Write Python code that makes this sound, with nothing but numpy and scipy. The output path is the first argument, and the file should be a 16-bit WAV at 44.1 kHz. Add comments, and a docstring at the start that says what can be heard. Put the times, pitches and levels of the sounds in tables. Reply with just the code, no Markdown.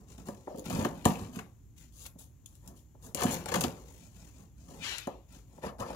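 """Packing tape off a cardboard box

Packing tape is slit and ripped off a box on a bench in a quiet workshop, over a low, distant rumble.
Glue and fibres let go in dense tiny snaps, which crackle and drive the modes of flaps and panels.
Hands rub and shift the box: finer snaps for rubs, a swish and scuffs; a noisy resonance for a dragged flap.
Knocks ring band-limited box modes. Reflections shift; each of two microphone ports has its own colour.
"""
import sys
import numpy as np
from scipy import signal
from scipy.fft import rfft, irfft
from scipy.io import wavfile
from scipy.ndimage import uniform_filter1d

SR = 44100
rng = np.random.default_rng(int(sys.argv[2]) if len(sys.argv) > 2 else 0)


def write(x):
    x = np.atleast_2d(x).T
    wavfile.write(sys.argv[1], SR, np.round(np.clip(x, -1, 1) * 32767).astype(np.int16))


N = 262394
TIME_S = np.arange(N) / SR
TAIL_S = TIME_S[:SR // 2]

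# Event levels are relative: source gains, room and ports follow.
# hands rubbing on the box: (start [s], rise [s], hold [s], hiss [dB], box [dB])
RUBS = [(0.0, 0.0018, 0.0086, -70, -54), (0.07, 0.034, 0.022, -59, -53.5),
        (0.175, 0.0053, 0.0095, -60.5, -50.5), (0.252, .008, .014, -55, -46), (0.31, 0.032, 0.13, -70, -61),
        (1.76, 0.014, 0.055, -59.5, -67), (2.62, .06, .03, -72, -54), (2.99, .06, .04, -72, -53),
        (3.74, 0.028, 0.056, -63.5, -53), (3.85, 0.022, 0.19, -61.5, -59.5),
        (4.11, 0.052, 0.13, -61.5, -59.5), (4.33, 0.051, 0.033, -64, -55.5), (4.56, 0.034, 0.086, -67, -61),
        (4.67, .035, 0.12, -60.5, -49), (5.28, 0.053, 0.025, -58.5, -55),
        (5.47, 0.076, 0.045, -67.5, -57.5)]
# short rips: (start [s], length [s], crackle [dB], flap rasp [dB])
RIPS = [(0.285, 0.0033, -49, -36), (0.699, 0.011, -45, -37), (0.846, 0.012, -39, -31),
        (1.0462, 0.011, -49, -46), (1.0534, .006, -27, -17), (1.358, .0065, -47.5, -49),
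        (2.052, 0.012, -51.5, -54), (1.388, 0.0089, -45.5, -44), (3.1472, 0.0015, -28, -32),
        (3.218, .008, -38, -27.5), (3.233, 0.0087, -34, -29.5), (3.4585, 0.0025, -37, -35.5),
        (3.4842, 0.011, -40, -38.5), (3.518, 0.0094, -38.5, -31), (3.54, 0.0075, -30.5, -30),
        (3.556, .01, -34.5, -29), (3.61, .006, -38, -34), (3.636, 0.0091, -32.5, -30.5),
        (4.9832, 0.0011, -32, -44), (5.8, 0.0089, -47, -36.5)]
# knocks on the box: (start [s], peak [dB], contact pitch [Hz])
KNOCKS = [(0.287, -29.5, 313), (0.473, -31.5, 660), (0.545, -36.5, 455), (0.583, -36, 370),
          (0.788, -21, 130), (0.852, -21.5, 296), (1.054, -19, 950), (1.059, -10, 150), (1.22, -29, 79),
          (1.368, -33.5, 260), (2.156, -46, 300), (2.947, -52, 550), (3.147, -34.5, 200), (3.251, -18, 236),
          (3.561, -29, 350), (3.642, -22.5, 277), (5.0719, -25, 650), (5.579, -45, 786), (5.638, -30, 796),
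          (5.664, -34, 400), (5.900, -32, 734)]
# a flap drags with a hollow rub: (start [s], rise [s], hold [s], level [dB])
DRAG = [(0.474, .006, 0.15, -49.5)]
# the thin film ticks and zips: (start [s], length [s], level [dB])
TICKS = [(0.56, 0.0013, -49), (0.574, 0.0032, -55), (0.583, 0.0033, -43), (0.594, .0014, -46),
         (2.057, 0.012, -45.5), (2.459, 0.0025, -41.5), (2.553, 0.0027, -52), (2.676, 0.0024, -40.5),
         (3.025, 0.0014, -56), (3.305, 0.046, -37.5), (3.608, .0096, -28), (5.071, 0.0026, -45.5)]
# the blade slides through the tape film: (start [s], rise [s], hold [s], hiss [dB], flap rasp [dB])
SLITS = [(1.92, 0.089, 0.032, -48.5, -62), (2.18, 0.01, 0.021, -50, -62), (2.465, 0.011, 0.095, -66, -74.5),
         (2.6, 0.059, 0.035, -62.5, -61.5), (2.75, 0.016, 0.014, -58, -79),
         (3.01, 0.036, 0.019, -51.5, -56.5)]
# long pulls on the tape: (start [s], rise [s], hold [s], crackle [dB], flap rasp [dB], panel boom [dB])
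PULLS = [(0.64, 0.012, 0.0046, -52, -47.5, -36.5), (0.695, 0.021, 0.11, -50.5, -39, -35),
         (0.93, 0.046, 0.12, -67.5, -60.5, -53), (1.055, .012, 0.012, -46.5, -41.5, -40),
         (1.15, 0.035, 0.058, -63, -52.5, -45), (1.32, 0.022, 0.021, -60.5, -54.5, -48),
         (3.15, 0.054, 0.018, -43.5, -35.5, -44), (3.25, 0.022, 0.076, -50, -43, -37.5),
         (3.475, 0.088, 0.024, -50, -44.5, -35), (3.61, 0.016, 0.013, -52.5, -44.5, -43)]
# a smooth, quick swish over the cardboard: (start [s], rise [s], hold [s], level [dB])
SWISH = [(4.785, 0.056, 0.085, -42.5)]
# the box scuffs over the bench: (start [s], rise [s], hold [s], hiss [dB], box [dB])
SCUFFS = [(5.615, .03, .03, -52, -39.5), (5.782, 0.022, 0.021, -53, -38), (5.85, 0.023, 0.091, -57, -48)]

# box modes: (frequency [Hz], relative level [dB], t60 [s])
BOX = [(130, -13.5, 0.023), (150.8, -17.5, 0.19), (184, 4.5, 0.034), (197.2, -25, 0.088),
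       (243, -12.5, 0.095), (314, -8, 0.044), (361, -8, 0.053), (437.3, -11, 0.098), (461, -7, 0.034),
       (550.4, -8, 0.061), (602, -7.5, 0.034), (714, -5.5, 0.04), (755, -4, 0.029), (867, -7, 0.035),
       (950, -6, 0.027), (1090, -3.5, 0.015), (1255, -7, 0.017), (1366, -17, 0.038), (1756, -10.5, 0.012)]
# spectrum shape of skin on tape and cardboard: (frequency [Hz], relative density [dB])
RUB_COLOUR = [(150, -47), (1000, -14), (1800, -6), (3000, -10), (5000, -10.5), (7000, -3), (9000, -2.5),
              (12000, -6.5), (16000, -3)]
# spectrum shape of tearing glue and fibres: (frequency [Hz], relative density [dB])
CRACKLE_COLOUR = [(150, -32.5), (600, -7.5), (1300, 6), (2000, 5.5), (3600, 0.5), (5200, -2.5), (7000, 3),
                  (9000, 4.5), (12000, 4), (16000, 0.5)]
# spectrum shape of the slit film: (frequency [Hz], relative density [dB])
FILM_COLOUR = [(300, -7), (1500, -15.5), (2400, -15.5), (3300, -5), (5000, -7.5), (7000, 1.5), (9000, 4.5),
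               (11500, 6), (14000, 2.5), (16000, 3.5)]
# spectrum shape of the swish: (frequency [Hz], relative density [dB])
SWISH_COLOUR = [(200, -15), (700, -8), (1200, -3.5), (2000, -0.5), (3400, -2), (5000, -9.5), (7000, -10.5),
                (10000, -12.5), (16000, -23)]
# spectrum shape of cardboard on the bench: (frequency [Hz], relative density [dB])
SCUFF_COLOUR = [(150, -25), (1000, -8), (2000, 0.5), (3500, -6.5), (7000, -7.5), (11000, -2),
                (16000, -12.5)]
# spectrum shape of the background rumble: (frequency [Hz], relative density [dB])
FLOOR_COLOUR = [(20, -21), (35, -15), (55, 4), (80, -3), (120, -4.5), (200, -17), (300, -18.5), (500, -36),
                (1000, -36.5), (2500, -46.5), (5000, -52.5), (6200, -43), (7100, -38), (8500, -43),
                (16000, -39.5)]
# response of the left microphone port: (frequency [Hz], gain [dB])
LEFT_PORT = [(60, 0.5), (350, 1.5), (700, 1), (1300, 1), (3000, 7), (5500, 7.5), (7100, 8), (8400, -3),
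             (11000, -1), (16000, -2)]
# response of the right microphone port: (frequency [Hz], gain [dB])
RIGHT_PORT = [(60, 1.5), (350, 2), (700, -1.5), (1300, -5.5), (2400, -4), (4500, -6.5), (6500, -13),
              (8200, -16.5), (9800, -6.5), (11500, 1), (16000, -8.5)]
# left-right likeness of diffuse sound: (frequency [Hz], correlation [-1..1])
LIKENESS = [(60, 0.85), (200, 0.79), (650, 0.74), (1400, 0.26), (3000, 1), (7000, 0)]
# decay of the room: (frequency [Hz], t60 [s])
ROOM_T60 = [(100, 0.18), (300, 0.34), (900, 0.36), (3000, 0.11), (7000, 0.099), (15000, 0.24)]

FIBRE_HZ = np.geomspace(900, 15000, num=14)
PANEL_TOP_HZ = 460  # big panels below, flaps and walls above
PANEL_LAG_S = 0.0096  # big panels take up the load later than the tape
DRAG_START_HZ, DRAG_SAG_HZ_PER_S = 657, 1700
CONTACT_SPAN = 1.8  # a contact drives the modes within this ratio of its pitch
FLOOR_DB, CUTOFF_HZ = -55.5, 15700


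def from_db(db):
    """Decibels to gain."""
    return 10 ** (np.asarray(db) / 20)


def rms_one(x):
    """Scale a signal to rms 1."""
    return x / np.sqrt(np.mean(x ** 2) + 1e-20)


def energy_one(x):
    """Scale an impulse response so that it keeps the level of white noise."""
    return x / np.sqrt(np.sum(x ** 2) + 1e-20)


def local_rms(x, size=250):
    """Running rms over a window of size samples."""
    return np.sqrt(np.abs(uniform_filter1d(x ** 2, size=size)) + 1e-9)


def at_hz(points, hz):
    """Read a table on a log-frequency axis."""
    table_hz, value = np.transpose(points)
    return np.interp(np.log(np.maximum(hz, 1)), np.log(table_hz), value)


def through(x, response):
    """Convolve, keeping the length of the scene; returns rows."""
    return signal.fftconvolve(np.atleast_2d(x), np.atleast_2d(response), axes=-1)[:, :N]


def colour(spectrum, size=4096):
    """Causal (minimum-phase) impulse response of a spectrum, by folding its cepstrum."""
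    gain = from_db(at_hz(spectrum, np.fft.rfftfreq(size, 1 / SR)))
    cepstrum = irfft(np.log(gain))
    cepstrum[1:size // 2] *= 2
    cepstrum[size // 2 + 1:] = 0
    return irfft(np.exp(rfft(cepstrum)), size)


def slow_noise(hz):
    """Random wavering up to a given rate, rms 1."""
    lowpass = signal.butter(2, hz, fs=SR, output="sos")
    return rms_one(signal.sosfilt(lowpass, rng.standard_normal(N)))


def wavering(seconds, hz, count=1500):
    """Random values, hz of them a second, joined by straight lines."""
    return np.interp(seconds * hz, np.arange(count), rng.standard_normal(count))


def diffuse(count):
    """White stereo noise whose channels correlate by frequency as in LIKENESS."""
    mid, side = rfft(rng.standard_normal((2, count)))
    alike = np.clip(at_hz(LIKENESS, np.fft.rfftfreq(count, 1 / SR)), -1, 1)
    mid = np.sqrt((1 + alike) / 2) * mid
    side = np.sqrt((1 - alike) / 2) * side
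    return irfft(mid + side * [[1], [-1]], count)


def strokes(rows, swell_db, fall_db_per_s):
    """Each stroke swells, holds and dies away within a second; one gain curve for each dB column."""
    t = TIME_S[:SR]
    out = np.zeros((len(rows[0]) - 3, N + SR))
    touch = np.clip(t / .003, 0, 1)
    for start_s, rise_s, hold_s, *levels_db in rows:
        to_go = 1 - np.clip(t / max(rise_s, .001), 0, 1)
        fallen_db = np.clip(fall_db_per_s * (t - rise_s - hold_s), 0, 120)
        force = touch * from_db(-swell_db * to_go - fallen_db)
        at = int(start_s * SR)
        out[:, at:at + SR] += np.outer(from_db(levels_db), force)
    return out[:, :N]


def burst(length_s):
    """Force over a sudden slip: strongest at once, then easing."""
    return rms_one(np.linspace(1, .45, int(length_s * SR) + 2))


def snaps(per_s, spread_db, clump_db, clump_hz):
    """Tiny breaks of uneven size, in clumps as the contact sticks and slips; the mean force stays even."""
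    at = np.flatnonzero(rng.random(N) < per_s / SR)
    size_db = spread_db * np.minimum(rng.exponential(1, N)[at], 4)
    size_db = size_db + clump_db * slow_noise(clump_hz)[at]
    clicks = np.zeros(N)
    clicks[at] = from_db(size_db) * np.sign(rng.random(N)[at] - .5)
    return clicks / local_rms(clicks, size=1300)


def fibres(clicks, sharpness=1.5, plain_db=-7, shift_db=3.5, shift_hz=18):
    """Each break rings briefly at the pitch of its own scrap; the favoured pitches shift."""
    at = np.flatnonzero(clicks)
    dealt = rng.integers(0, len(FIBRE_HZ), N)[at]
    rings = 0
    for k, hz in enumerate(FIBRE_HZ):
        own = at[dealt == k]
        favour = from_db(shift_db * wavering(own / SR, shift_hz))
        drive = np.full(N, 1e-18)
        drive[own] = clicks[own] * favour / hz ** (1 / 4)
        rings = rings + signal.lfilter(*signal.iirpeak(hz, sharpness, fs=SR), drive)
    rings = rms_one(rings) + from_db(plain_db) * clicks
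    # the pitch changes, the energy of the breaks does not
    return rings * local_rms(clicks) / local_rms(rings)


def friction(clicks, spectrum, surface, rasp, boom):
    """The same breaks radiate from the surface and drive the flaps and big panels: three rows."""
    hiss = through(fibres(clicks) * surface, energy_one(colour(spectrum)))[0]
    return np.array([hiss, clicks * rasp, clicks * boom])


def box_ring(low_hz, high_hz):
    """Impulse response of the box modes in a range: decaying sines of alternating sign."""
    ring = 0
    for k, (hz, db, t60_s) in enumerate(BOX):
        if low_hz <= hz < high_hz:
            decay = from_db(db - 60 * TAIL_S / t60_s)
            ring = ring + (-1) ** k * decay * np.sin(2 * np.pi * hz * TAIL_S)
    return ring


def box(hiss, rasp, boom):
    """Flaps and panels ring with the forces on them."""
    flaps = through(rasp, energy_one(box_ring(PANEL_TOP_HZ, SR)))[0]
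    panels = through(boom, energy_one(box_ring(0, PANEL_TOP_HZ)))[0]
    return hiss + flaps + panels


def rumble():
    """Low, distant rumble: steady diffuse noise with a coloured spectrum."""
    return from_db(FLOOR_DB) * through(diffuse(N), energy_one(colour(FLOOR_COLOUR)))


def rubs(hiss_db=-0.5, rasp_db=-9, boom_db=-3):
    """Skin slides on tape and cardboard with a fine grain."""
    hiss, press = strokes(RUBS, swell_db=12.5, fall_db_per_s=203)
    clicks = snaps(per_s=15000, spread_db=2.5, clump_db=3.0, clump_hz=70.0)
    rasp, boom = press * from_db(rasp_db), press * from_db(boom_db)
    return friction(clicks, RUB_COLOUR, hiss * from_db(hiss_db), rasp, boom)


def rips(boom_db=-8):
    """A short length of tape lets go at once: a burst of breaks."""
    clicks = snaps(per_s=7500, spread_db=6.5, clump_db=-1.5, clump_hz=400)
    crackle, rasp = np.zeros((2, N))
    for start_s, length_s, crackle_db, rasp_db in RIPS:
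        force = burst(length_s)
        at = int(start_s * SR) + np.arange(len(force))
        clicks[at] = rms_one(clicks[at])
        crackle[at] = force * from_db(crackle_db)
        rasp[at] = force * from_db(rasp_db)
    return friction(clicks, CRACKLE_COLOUR, crackle, rasp, rasp * from_db(boom_db))


def knocks():
    """A soft contact drives the low modes; a blow near a stiff edge drives the high ones."""
    out = np.zeros(N + len(TAIL_S))
    ring = box_ring(0, SR)
    for start_s, peak_db, hz in KNOCKS:
        blow = signal.lfilter(*signal.butter(2, hz * CONTACT_SPAN, fs=SR), ring)
        blow = signal.lfilter(*signal.butter(2, hz / CONTACT_SPAN, "high", fs=SR), blow)
        at = int(start_s * SR)
        out[at:at + len(blow)] += from_db(peak_db) * blow / np.abs(blow).max()
    return out[:N]


def drag(width_hz=160, hiss_db=-18):
    """Friction hisses faintly and feeds one broad resonance that sinks as the free part of the flap grows."""
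    force, = strokes(DRAG, swell_db=18, fall_db_per_s=498.5)
    hz = DRAG_START_HZ - DRAG_SAG_HZ_PER_S * np.maximum(TIME_S - DRAG[0][0], 0)
    phase = 2 * np.pi * np.cumsum(np.maximum(hz, 0)) / SR
    hollow = slow_noise(width_hz) * np.cos(phase) + slow_noise(width_hz) * np.sin(phase)
    hiss = from_db(hiss_db) * rng.standard_normal(N)
    return force * (hollow + hiss)


def blade(hiss_db=-2, rasp_db=-3, boom_db=-3):
    """The taut film hisses thinly along the blade and ticks where it catches."""
    hiss, rasp = strokes(SLITS, swell_db=16, fall_db_per_s=306) * from_db([[hiss_db], [rasp_db]])
    for start_s, length_s, db in TICKS:
        hiss[int(start_s * SR):int((start_s + length_s) * SR) + 2] += from_db(db)
    clicks = snaps(per_s=11000, spread_db=-0.5, clump_db=2.5, clump_hz=150)
    return friction(clicks, FILM_COLOUR, hiss, rasp, rasp * from_db(boom_db))


def pulls(crackle_db=3.0, rasp_db=-2, boom_db=-2):
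    """Tape peels and splits under a steady pull; the panels follow late."""
    crackle, rasp, boom = strokes(PULLS, swell_db=11, fall_db_per_s=157)
    boom = np.interp(TIME_S - PANEL_LAG_S, TIME_S, boom)
    clicks = snaps(per_s=4500, spread_db=5.5, clump_db=1.0, clump_hz=140)
    rasp, boom = rasp * from_db(rasp_db), boom * from_db(boom_db)
    return friction(clicks, CRACKLE_COLOUR, crackle * from_db(crackle_db), rasp, boom)


def swish(level_db=1.5):
    """A fast, light slide: the grains merge into a hiss."""
    clicks = snaps(per_s=20000, spread_db=3.0, clump_db=-0.3, clump_hz=122)
    speed, = strokes(SWISH, swell_db=28, fall_db_per_s=140)
    return from_db(level_db) * through(clicks * speed, energy_one(colour(SWISH_COLOUR)))[0]


def scuffs(hiss_db=-1, rasp_db=0.5, boom_db=-6):
    """The bottom of the box judders over the bench."""
    hiss, press = strokes(SCUFFS, swell_db=11, fall_db_per_s=447)
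    clicks = snaps(per_s=3500, spread_db=2.5, clump_db=-1.5, clump_hz=121)
    rasp, boom = press * from_db(rasp_db), press * from_db(boom_db)
    return friction(clicks, SCUFF_COLOUR, hiss * from_db(hiss_db), rasp, boom)


def reflections(near_db=-3.0, near_t60_s=0.028, room_db=-6.5, bass_db=-6):
    """From one spot on the box: quick scatter from bench and clutter, then a tail that dies band by band."""
    noise = rfft(diffuse(len(TAIL_S)))
    hz = np.fft.rfftfreq(len(TAIL_S), 1 / SR)
    edges_hz = np.geomspace(40, 20480, num=10)
    near = energy_one(from_db(-60 * TAIL_S / near_t60_s) * (TAIL_S > .0005))
    out = 0
    for low_hz, high_hz in zip(edges_hz, edges_hz[1:]):
        centre_hz = np.sqrt(low_hz * high_hz)
        decay = from_db(-60 * TAIL_S / at_hz(ROOM_T60, centre_hz))
        far = energy_one(decay * (1 - np.exp(-TAIL_S / .005)))
        # long waves pass the clutter, so the bass scatters less
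        scatter = from_db(near_db + at_hz([(300, bass_db), (1500, 0)], centre_hz))
        band = irfft(noise * (hz >= low_hz) * (hz < high_hz), len(TAIL_S))
        out = out + band * np.hypot(scatter * near, from_db(room_db) * far)
    return out


def workshop(work, direct_db=-1.0, wander_hz=7, left_lead_s=0.00013, count=4):
    """The sounding spot wanders over the box, so the pattern of reflections keeps shifting."""
    shares = np.array([slow_noise(wander_hz) for _ in range(count)])
    shares = shares / np.sqrt(np.sum(shares ** 2, axis=0) + 1e-9)
    direct = np.array([work, np.interp(TIME_S - left_lead_s, TIME_S, work)])
    reflected = sum(through(work * share, reflections()) for share in shares)
    return from_db(direct_db) * direct + reflected


def scene():
    """All work on the box sounds in the room, over the rumble."""
    forces = pulls() + rips() + blade() + rubs() + scuffs()
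    work = box(*forces) + swish() + drag() + knocks()
    floor = rumble()
    return workshop(work) + floor


def record(dry, low_cut_hz=42):
    """Each port colours its channel; the lowest bass and the top are cut."""
    heard = through(dry, [colour(LEFT_PORT), colour(RIGHT_PORT)])
    heard = signal.sosfilt(signal.butter(2, low_cut_hz, "high", fs=SR, output="sos"), heard)
    return signal.sosfilt(signal.ellip(10, .1, 80, CUTOFF_HZ, fs=SR, output="sos"), heard)


dry = scene()
out = record(dry)
write(out)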